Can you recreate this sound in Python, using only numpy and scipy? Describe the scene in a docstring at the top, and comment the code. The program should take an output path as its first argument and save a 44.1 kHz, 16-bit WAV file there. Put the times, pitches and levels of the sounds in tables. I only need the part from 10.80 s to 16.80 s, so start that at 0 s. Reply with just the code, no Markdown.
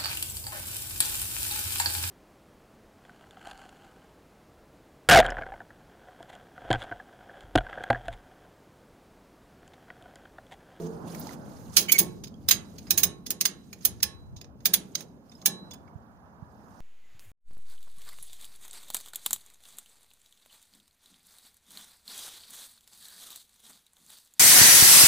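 """Inside an open steel trailer, a hand cranks a strap ratchet, close by and louder on the right.
The pawl (a catch) snaps over the teeth: chattering noise bursts, plus dying sines for the ratchet frame.
Each jolt runs down the strap into the trailer: noise bands thud in the bed, clear sines ring in the rails.
Two short lever squeaks are wavering tones, loose hardware pings, and webbing and sleeves rustle as shaped hiss.
Steel walls echo the tool; a low outdoor rumble, light gusts and two dull bumps lie underneath."""
import sys
import numpy as np
from scipy import signal
from scipy.fft import rfft, irfft
from scipy.io import wavfile
from scipy.ndimage import uniform_filter1d

SR = 44100
rng = np.random.default_rng(int(sys.argv[2]) if len(sys.argv) > 2 else 0)


def unload_audio(sound):
    """Save the sound as a 16-bit wav file, at the path given as the first command line argument."""
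    columns = np.transpose(np.atleast_2d(sound))
    # keep every value between -1 and 1, then stretch to whole-number steps
    steps = np.round(np.clip(columns, -1, 1) * 32767)
    wavfile.write(sys.argv[1], SR, steps.astype(np.int16))


N = 264820  # length in samples

# In all tables, fade time is the time to drop by 60 dB; left-right is left minus right, so negative leans right.
# Levels are relative: the mixing and the overall tone colour come after them.

# The pawl snaps over a tooth: (time [s], level [dB], treble lift [dB], jolt into the bed relative to the snap [dB],
# jolt into the rails relative to the snap [dB], left-right [dB], chatter fade time [s])
PAWL_SNAPS = [(0.9668, -7, 9, -29.5, -51, -7, .12), (1.1191, -6, 14.5, -36.5, -60.5, -8.5, .045),
              (1.1863, -7, 19.5, -28, -52.5, -5, 0.088), (1.6863, -11.5, 6.5, -33, -54.5, -5, 0.046),
              (1.709, -9, 4.5, -40, -54, -8, .076), (2.1061, -12, 7, -31.5, -52, -7, .062),
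              (2.176, -11.5, 13.5, -35, -46.5, -5.5, .095), (2.2324, -9.5, 12.5, -30.5, -53, -7.5, 0.056),
              (2.5049, -12, 10, -35, -58, -6.5, 0.044), (2.6099, -11.5, 6.5, -39, -74, -4.5, .033),
              (2.6535, -15, 4.5, -33, -52, -6, 0.048), (3.0504, -9.5, 15.5, -37, -63, -6, 0.052),
              (3.2283, -13.5, 9.5, -35.5, -44.5, -6.5, 0.043), (3.8555, -10.5, 10, -31.5, -62, -6, 0.05),
              (3.9369, -10, 11, -33.5, -72, -5, 0.059), (4.152, -23.5, -3.5, -26, -55.5, -8, 0.023),
              (4.6582, -8, 8.5, -33.5, -46.5, -5, 0.053)]
# Light taps of lever, buckle and pawl:
# (time [s], level [dB], treble lift [dB], low-mid lift [dB], chatter fade time [s])
LIGHT_TAPS = [(0.3478, -39, 5, 17, .023), (0.3957, -36, 41, -3, .048), (0.4692, -44, -6, 1.5, .025),
              (0.53, -44.5, 9, 15, .04), (1.059, -48, 6.5, -0.5, .024), (1.181, -25.5, -5, -10, 0.023),
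              (1.201, -23, -2.5, -2, 0.026), (1.4374, -39, -0.5, -4.4, .064), (1.4707, -47.5, -8, 3, .03),
              (1.4785, -49.5, -3, -9, 0.043), (1.735, -29.5, -2, 7.5, 0.017), (1.982, -45, -6, -4.5, .044),
              (2.068, -51.5, -10.5, 14, 0.094), (2.463, -34, 2, -4, .053), (2.9287, -36, -1.5, 13, .04),
              (3.008, -55, -7.5, 6, .057), (3.203, -48, -20, 2, .022), (3.5633, -48, -11.5, -9, .076),
              (3.6123, -43, -4.5, 6.5, .04), (3.6437, -48.5, -16.5, 8, .03), (3.804, -57.5, -6, 11.5, .058),
              (4.2062, -35.5, 6.5, 9, .04), (4.5166, -53, -11, 12.5, .036), (4.6154, -48, -11, -10, .034),
              (4.9095, -43, -4, -1, 0.044), (4.934, -44, 3.5, 9, 0.047), (5.0763, -62, -12, 28, .04)]
# Broad clack of steel on steel: (frequency [Hz], level [dB per Hz])
STEEL_CLACK = [(300, -46.5), (600, -19.5), (2200, -7.5), (3100, -4.5), (4000, -1), (5500, -4), (7000, -2),
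               (9000, -5), (12000, -9), (15000, -12.5), (16700, -16)]
# Rings of the ratchet frame: (frequency [Hz], level [dB], fade time [s])
FRAME_RINGS = [(2250, -13, .02), (3450, -10, .02), (3950, -6, .02), (5200, -3, .02), (6450, -1, .025),
               (10300, -4, .022), (11600, -8, .018), (13100, -7, .018), (14700, -7, .018),
               (15350, -3, .028)]
# Dull, crowded panel modes of the trailer bed: (centre [Hz], width [Hz], level [dB], fade time [s])
BED_BANDS = [(90, 27, -10.5, 0.097), (186, 57, -4.5, 0.72), (364, 120, -6, 0.58), (546, 410, -4, 0.25),
             (820, 210, -10.5, 0.22)]
# Clear rings of the trailer rails: (frequency [Hz], level [dB], fade time [s])
RAIL_RINGS = [(805, 2.5, .3), (850, -1, .3), (1093, -4, 1.2), (1670, 1.5, .25), (1720, 3, .35),
              (1765, 3, .3), (2260, -14, .4), (2950, -6, .6), (3400, -8, .4), (3985, 4, 1.1),
              (4540, -7, .3), (5080, -11, .4), (6360, -8, .2)]
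# The bed still hums from a knock just before the start: (frequency [Hz], level [dB], fade time [s])
EARLIER_KNOCK_HUM = [(163.8, -4.5, 3.1), (347, -6.5, 1.4), (442.5, 5, 0.75), (527, -6.5, 0.33),
                     (685, -11.5, .6)]
# The lever pivot slips: (start [s], length [s], loudest point [share of length], level [dB], slip rate from [Hz],
# slip rate to [Hz], second tone from the lever [dB], roughness before the ends are roughened [0-1])
PIVOT_SQUEAKS = [(1.081, .033, .45, -32, 2265, 2372, -0.5, 0.3),
                 (1.128, .052, 0.63, -31.5, 2290, 2182, -21, .15)]
# Overtones of a squeak: (multiple of the slip rate [times], level [dB])
SQUEAK_OVERTONES = [(1, 0), (2, -15), (3, -13)]
# Loose hardware touches and pings: (time [s], level [dB], frequency [Hz], fade time [s])
HARDWARE_PINGS = [(.468, -45.5, 849, 0.05), (.492, -43, 1970, 0.017), (.511, -47, 1300, 0.0082),
                  (1.541, -55, 3300, 0.027), (4.496, -63, 5100, 0.033), (4.518, -57, 3685, 0.046),
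                  (4.552, -59, 5180, 0.038), (4.626, -53, 1130, 0.027), (4.913, -45, 3470, 0.1)]
# Echoes inside the trailer: (frequency [Hz], fade time [s])
WALL_ECHOES = [(500, 0.93), (2000, 0.32), (5000, 0.19), (9000, 0.21), (15000, 0.053)]
# Webbing and sleeves moving: (time [s], level [dB])
RUSTLE_LEVEL = [(.92, -70.5), (1.25, -64.5), (1.52, -81.5), (1.65, -74), (2.08, -67.5), (2.45, -81),
                (3.0, -71.5), (3.18, -73), (3.4, -81), (3.75, -92), (3.85, -74.5), (4.12, -71),
                (4.4, -85.5), (4.55, -73), (5.1, -84.5), (5.55, -86), (6., -73.5)]
# Loose webbing pulled through the hands: (start [s], length [s], level [dB])
WEBBING_STROKES = [(0.0, .07, -61), (0.076, .09, -68.5), (0.281, .26, -57.5), (0.66, .25, -65.5),
                   (0.942, .03, -54.5), (3.03, .02, -59.5), (4.183, 0.039, -57)]
# Tone colour of rubbing cloth: (frequency [Hz], level [dB per Hz])
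CLOTH_COLOUR = [(700, -26.5), (1300, -14), (2400, -16.5), (4000, -14), (6000, -14.5), (8000, -9),
                (12000, -16.5), (16000, -23)]
# Air moving over the microphone ports: (time [s], level [dB])
GUST_LEVEL = [(0.0, -51), (.2, -60), (.5, -62), (.9, -52), (1.13, -55.5), (1.25, -52), (1.479, -58.5),
              (1.7, -47.5), (1.93, -58.5), (2.3, -54), (2.52, -68), (2.952, -62.5), (3.15, -51.5),
              (3.38, -54), (3.53, -46), (3.65, -59.5), (3.95, -60.5), (4.2, -69), (5.05, -64)]
# Dull low bumps: (time [s], level [dB], frequency [Hz], left-right [dB])
LOW_BUMPS = [(5.152, -46, 118, -22), (5.621, -44, 134, -17)]
# Ups and downs of the outdoor rumble: (time [s], bass level [dB], mid level [dB])
RUMBLE_LEVEL = [(0.0, -38, -46), (.35, -32.5, -42.5), (.8, -39.5, -49), (1.201, -43, -58),
                (2.1, -40.5, -60), (2.9, -45.5, -70.5), (3.4, -51.5, -59), (4.05, -41, -62.5),
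                (4.55, -49, -57.5), (4.8, -43.5, -51), (5.35, -50.5, -51.5), (6.0, -49, -49)]
# Tone colour of the outdoor rumble: (frequency [Hz], level [dB per Hz])
OUTDOOR_COLOUR = [(65, -36), (110, -15), (167, -10.5), (233, -4), (293, -15.5), (409, -17.5), (688, -14.5),
                  (941, -14.5), (1580, -25.5), (2080, -37.5), (6950, -48), (13500, -46), (16000, -47)]
# How alike the rumble is on both sides: (frequency [Hz], likeness, kept within [-1 to 1])
RUMBLE_LIKENESS = [(60, -1.1), (180, 1), (550, 0.63), (1650, -0.43), (4970, -1.4), (15000, -0.02)]
# How the rumble leans to one side: (frequency [Hz], left-right [dB])
RUMBLE_LEAN = [(60, 9), (180, -0.5), (550, -2.5), (1650, -12.5), (4970, -1), (15000, 0.5)]
# Overall tone colour, several treble peaks, then a steep drop above about 15.7 kHz: (frequency [Hz], gain [dB])
OVERALL_COLOUR = [(4200, 6), (5100, 10), (5700, 7), (6550, 10), (7300, -1), (8100, -2.5), (9500, 1.5),
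                  (15500, 7.5), (15900, -18.5), (16700, -18)]

SNAP_LOW_DB, SNAP_RISE_MS = -0.5, 0.89  # low-mid lift, landing time
TAP_RISE_MS, TAP_BED_DB, TAP_PAN_DB = 0.98, -18, -6.5
CRACK_DB, CRACK_T60_S = 2.5, 0.0063  # the first contact adds a brief crack in the highest treble
REBOUND_DB = 3  # how unevenly the pawl rebounds
FRAME_SPREAD_DB, FRAME_DETUNE = 2.5, .02  # chance in how a blow rings the frame: level, share of pitch
RAILS_SPREAD_DB, RAILS_DETUNE = 2.5, 0.0013  # the same for the rails
LEVER_HZ = 3010
SQUEAK_ENDS_DB, ROUGHER_ENDS = -17.5, .15  # fainter and scratchier at both ends
STROKE_RISE_DB_PER_S, STROKE_FALL_DB_PER_S = 404.5, 599.5
LEAD = 5  # samples by which the left port hears the tool earlier
AIR_PATCHES_DB = 1.5  # lumpiness of the rumble
EDGE_HZ = 16700  # upper band limit


def gain_of(db):
    """Turn decibels into a multiplying factor."""
    return 10 ** (np.asarray(db) / 20)


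def evened(x):
    """Bring the average power of a sound to one."""
    return x / np.sqrt(np.mean(x ** 2) + 1e-20)


def read(points, hz):
    """Read a curve between its listed frequencies, on a logarithmic pitch scale."""
    f, value = np.transpose(points)
    return np.interp(np.log(hz + 1), np.log(f + 1), value)


def add(mix, s, sound):
    """Lay a sound into the mix at s seconds, cutting off what runs past the end."""
    part = mix[..., round(s * SR):][..., :sound.shape[-1]]
    part += sound[..., :part.shape[-1]]


def sides(pan_db):
    """Gains for left and right that differ by pan_db."""
    return gain_of([[pan_db / 2], [-pan_db / 2]])


def rings(modes, spread_db, detune, count, size):
    """Dying sines, count close neighbours per mode; every blow draws new strengths, phases and small detunings."""
    hz, db, t60 = np.repeat(modes, count, axis=0).T[:, :, None]
    t = np.arange(size) / SR
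    strength, phase, shift = rng.standard_normal((3, len(hz), 1))
    fade = gain_of(db + spread_db * strength - 60 * t / t60)
    waves = np.sin(2 * np.pi * (hz * (1 + detune * shift) * t + phase))
    return (fade * waves).sum(0) / np.sqrt(count)


def noise(level_db, same, patchy_db, size):
    """Two channels of random short-time spectra; level_db(t, hz) gives the dB field, patches drift over it."""
    frames, hz = N * 4 // size + 5, np.fft.rfftfreq(size, 1 / SR)
    a, b, c, d, patches = rng.standard_normal((frames, len(hz), 5)).T
    patches = uniform_filter1d(patches, size=9, axis=0)
    patches = evened(uniform_filter1d(patches, size=9, axis=1))
    likeness = np.clip(same(hz), -1, 1)[:, None]
    left = a + 1j * b
    right = likeness * left + np.sqrt(1 - likeness ** 2) * (c + 1j * d)
    t = np.arange(frames) * size / 4 / SR
    spectra = np.array([left, right]) * gain_of(level_db(t, hz[:, None]) + patchy_db * patches)
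    return signal.istft(spectra, nperseg=size, noverlap=size * 3 // 4)[1][:, :N]


def snap(peak_db, treble_db, low_db, rise_ms, t60, size=8192, wait=300):
    """The pawl lands and chatters briefly: a broad clack plus the frame's rings, heard differently at each port."""
    t, hz = (np.arange(size) - wait) / SR, np.fft.rfftfreq(2 * size, 1 / SR)
    t60, late = np.clip(t60, .01, .2), np.maximum(t, 0)

    # Strength of the chatter over time
    chatter = gain_of(-60 * late / t60)
    chatter += gain_of(-31.5 - 60 * late / (t60 + 0.07))  # loose parts settle last
    landing = (1 + np.tanh(1000 * t / np.clip(rise_ms, .1, 3))) / 2
    lead_in = gain_of(-15 + 3300 * np.minimum(t, 0))  # a soft lead-in swells up just before the landing
    chatter *= landing + (1 - landing) * lead_in
    shared, left, right, lumps = rng.standard_normal((4, size))
    rebounds = evened(uniform_filter1d(uniform_filter1d(lumps, size=30), size=30))
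    chatter *= gain_of(REBOUND_DB * rebounds)
    blows = chatter * (shared + 2.0 * np.array([left, right]))

    # The same blows drive both the clack and the frame
    crack = rfft(blows * landing * gain_of(CRACK_DB - 60 * late / CRACK_T60_S), 2 * size)
    crack = crack / (1 + (9000 / (hz + 1)) ** 6)
    lift = treble_db / (1 + (8500 / (hz + 1)) ** 6) + low_db / (1 + (hz / 2600) ** 6)
    hits = (rfft(blows, 2 * size) + crack) * gain_of(lift)
    clack = evened(irfft(hits * gain_of(read(STEEL_CLACK, hz)))[:, :size])
    frame = rings(FRAME_RINGS, FRAME_SPREAD_DB, FRAME_DETUNE, count=3, size=size // 2)
    ring = evened(irfft(hits * rfft(frame, 2 * size))[:, :size])
    sound = (clack + gain_of(-4.5) * ring) * signal.windows.tukey(size, wait / size / 2)
    return gain_of(peak_db) * sound / abs(sound.mean(0)).max()


def bed(size=16384):
    """A dull thud: each crowd of panel modes is a band of noise that swells for some ms and dies."""
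    t, hz = np.arange(size) / SR, np.fft.rfftfreq(size, 1 / SR)
    centre, width, db, t60 = np.transpose(BED_BANDS)[:, :, None]
    band = 1 / (1 + (2 * (hz - centre) / width) ** 2) / np.sqrt(width)
    crowds = evened(irfft(rfft(rng.standard_normal((len(BED_BANDS), size))) * band))
    thud = (crowds * gain_of(db - 60 * t / t60)).sum(0)
    return thud * (1 - np.exp(-t / 0.027)) * np.hanning(2 * size)[size:]


def rails(size=16384):
    """The jolted trailer rails ring as clear dying sines."""
    tones = rings(RAIL_RINGS, RAILS_SPREAD_DB, RAILS_DETUNE, count=1, size=size)
    return tones * np.hanning(2 * size)[size:]


def ratchet():
    """All snaps and taps, and the trailer bed and rails that they shake through the strap."""
    near, trailer = np.zeros((2, N)), np.zeros(N)
    add(trailer, 0, gain_of(-41.5) * rings(EARLIER_KNOCK_HUM, 2.7, .025, count=4, size=SR))
    for s, peak_db, treble_db, bed_db, rails_db, pan_db, t60 in PAWL_SNAPS:
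        # start 6 ms early to leave room for the soft lead-in
        add(near, s - .006, snap(peak_db, treble_db, SNAP_LOW_DB, SNAP_RISE_MS, t60) * sides(pan_db))
        jolt = gain_of(bed_db) * bed() + gain_of(rails_db) * rails()
        add(trailer, s, gain_of(peak_db) * jolt)
    for s, peak_db, treble_db, low_db, t60 in LIGHT_TAPS:
        add(near, s - .006, snap(peak_db, treble_db, low_db, TAP_RISE_MS, t60) * sides(TAP_PAN_DB))
        add(trailer, s, gain_of(peak_db + TAP_BED_DB) * bed())
    return near + trailer * sides(-3.4)


def squeaks():
    """Stick-slip at the pivot: a wavering tone with overtones; where it is rough each slip also scrapes."""
    out = np.zeros(N)
    for s, length, top, peak_db, from_hz, to_hz, lever_db, rough in PIVOT_SQUEAKS:
        t = np.arange(0, length, 1 / SR)
        away = np.interp(t / length, [0, top, 1], [1, 0, 1])  # 0 at the loudest point, 1 at the ends
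        rough = rough + ROUGHER_ENDS * away
        wobble, flutter, grit = rng.standard_normal((3, len(t)))
        wobble = evened(uniform_filter1d(wobble, size=50))
        flutter = evened(uniform_filter1d(flutter, size=40))
        slip_hz = np.linspace(from_hz, to_hz, len(t)) * (1 + 0.14 * rough * wobble)
        turns = np.cumsum(slip_hz) / SR
        tone = sum(gain_of(d) * np.sin(2 * np.pi * k * turns) for k, d in SQUEAK_OVERTONES)
        tone = tone + gain_of(lever_db) * np.sin(2 * np.pi * LEVER_HZ * t)
        scrape = rough * np.diff(grit, prepend=0)
        tone = tone * (1 + rough * flutter) + scrape
        level = np.sqrt(2) * gain_of(peak_db + SQUEAK_ENDS_DB * away)
        add(out, s, level * tone * signal.windows.tukey(len(t), .25))
    return out * sides(-7.0)


def pings():
    """A tiny tick, while one loose piece rings with a few unrelated overtones."""
    out, t = np.zeros(N), np.arange(6000) / SR
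    for s, db, hz, t60 in HARDWARE_PINGS:
        modes = [(hz, 0, t60), (1.47 * hz, -9, .6 * t60), (1.93 * hz, -10, .45 * t60)]
        tone = rings(modes, 1.5, .012, count=3, size=len(t))
        tick = np.diff(rng.standard_normal(len(t)), prepend=0) * gain_of(-17 - 60 * t / .03)
        add(out, s, gain_of(db) * (tone + tick) * (1 - np.exp(-t / 0.00037)))
    return out * sides(-9.5)


def walls(x):
    """Sparse echoes of random sign off the steel sides, each band dying at its own speed."""
    echoes = np.zeros((2, SR // 2))
    # one echo at a random spot in every 20 samples
    at = np.arange(200, SR // 2 - 20, 20) + rng.integers(0, 20, (2, (SR // 2 - 201) // 20))
    np.put_along_axis(echoes, at, rng.choice([-1., 1.], at.shape), 1)
    hz, t, spectra = signal.stft(echoes, SR, nperseg=256)
    fade = gain_of(-60 * t / read(WALL_ECHOES, hz)[:, None])
    tail = signal.istft(spectra * fade, SR, nperseg=256)[1]
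    return signal.fftconvolve(x, tail / np.linalg.norm(tail[0]), axes=1)[:, :N]


def rustle():
    """Fibres scraping: hiss that flickers in all bands at once; strokes of the webbing swell, hold and stop."""
    def field(t, hz):
        return read(CLOTH_COLOUR, hz) + 0.73 * rng.standard_normal(len(t))

    hiss = evened(noise(field, lambda hz: 0.3 + 0 * hz, 2.6, size=256))
    t = np.arange(N) / SR
    level_db = np.interp(t, *np.transpose(RUSTLE_LEVEL))
    for s, length, db in WEBBING_STROKES:
        before, after = np.maximum(s - t, 0), np.maximum(t - s - length, 0)
        edges_db = STROKE_RISE_DB_PER_S * before + STROKE_FALL_DB_PER_S * after
        level_db = np.maximum(level_db, db - edges_db)
    return hiss * gain_of(level_db) * sides(-8.0)


def gusts():
    """Moving air makes a lumpy low flutter, mostly unrelated at the two ports."""
    def field(t, hz):  # strongest around 70 to 125 Hz
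        return -10 * np.log10(1 + (hz / 125) ** 8 + (70 / (hz + 1)) ** 8) + 0 * t

    flutter = evened(noise(field, lambda hz: 0.16 + 0 * hz, 2.0, size=2048))
    level_db = np.interp(np.arange(N) / SR, *np.transpose(GUST_LEVEL))
    return flutter * gain_of(level_db) * sides(1.9)


def thumps():
    """Dull bumps: about two cycles of a low sine that swell and fade."""
    out = np.zeros((2, N))
    for s, db, hz, pan_db in LOW_BUMPS:
        cycles = np.arange(0, 2.2 / hz, 1 / SR) * hz
        push = np.sin(2 * np.pi * cycles) * np.hanning(len(cycles))
        add(out, s, gain_of(db) * push * sides(pan_db))
    return out


def outdoors():
    """Far rumble of shaped noise: bass and mid follow their own levels, the faint treble stays."""
    s, bass_db, mid_db = np.transpose(RUMBLE_LEVEL)

    def field(t, hz):
        bass, treble = 1 / (1 + (hz / 600) ** 4), 1 / (1 + (2300 / (hz + 1)) ** 8)
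        level = bass * np.interp(t, s, bass_db) + (1 - bass) * np.interp(t, s, mid_db)
        return read(OUTDOOR_COLOUR, hz) + (1 - treble) * level + treble * -54

    air = noise(field, lambda hz: read(RUMBLE_LIKENESS, hz), AIR_PATCHES_DB, size=1024)
    lean = read(RUMBLE_LEAN, np.fft.rfftfreq(N, 1 / SR)) / 2
    return gain_of(-9.5) * irfft(rfft(air) * gain_of([lean, -lean]), N)


def scene():
    """The tool and its echoes, over cloth, air, bumps and the far rumble."""
    tool = ratchet() + squeaks() + pings()
    tool[1] = np.roll(tool[1], LEAD)  # the right side hears it later
    echoes = gain_of(-15.0) * walls(tool)
    return tool + echoes + rustle() + gusts() + thumps() + outdoors()


def record(dry):
    """An overall tone colour shapes everything, the loudest peaks round off at full scale; then the band limit."""
    colour = gain_of(read(OVERALL_COLOUR, np.fft.rfftfreq(N, 1 / SR)))
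    rounded = np.tanh(irfft(rfft(dry) * colour, N))
    band_limit = signal.firwin(511, EDGE_HZ, window=("kaiser", 9), fs=SR)
    return signal.oaconvolve(rounded, band_limit[None], "same")


dry = scene()
out = record(dry)
unload_audio(out)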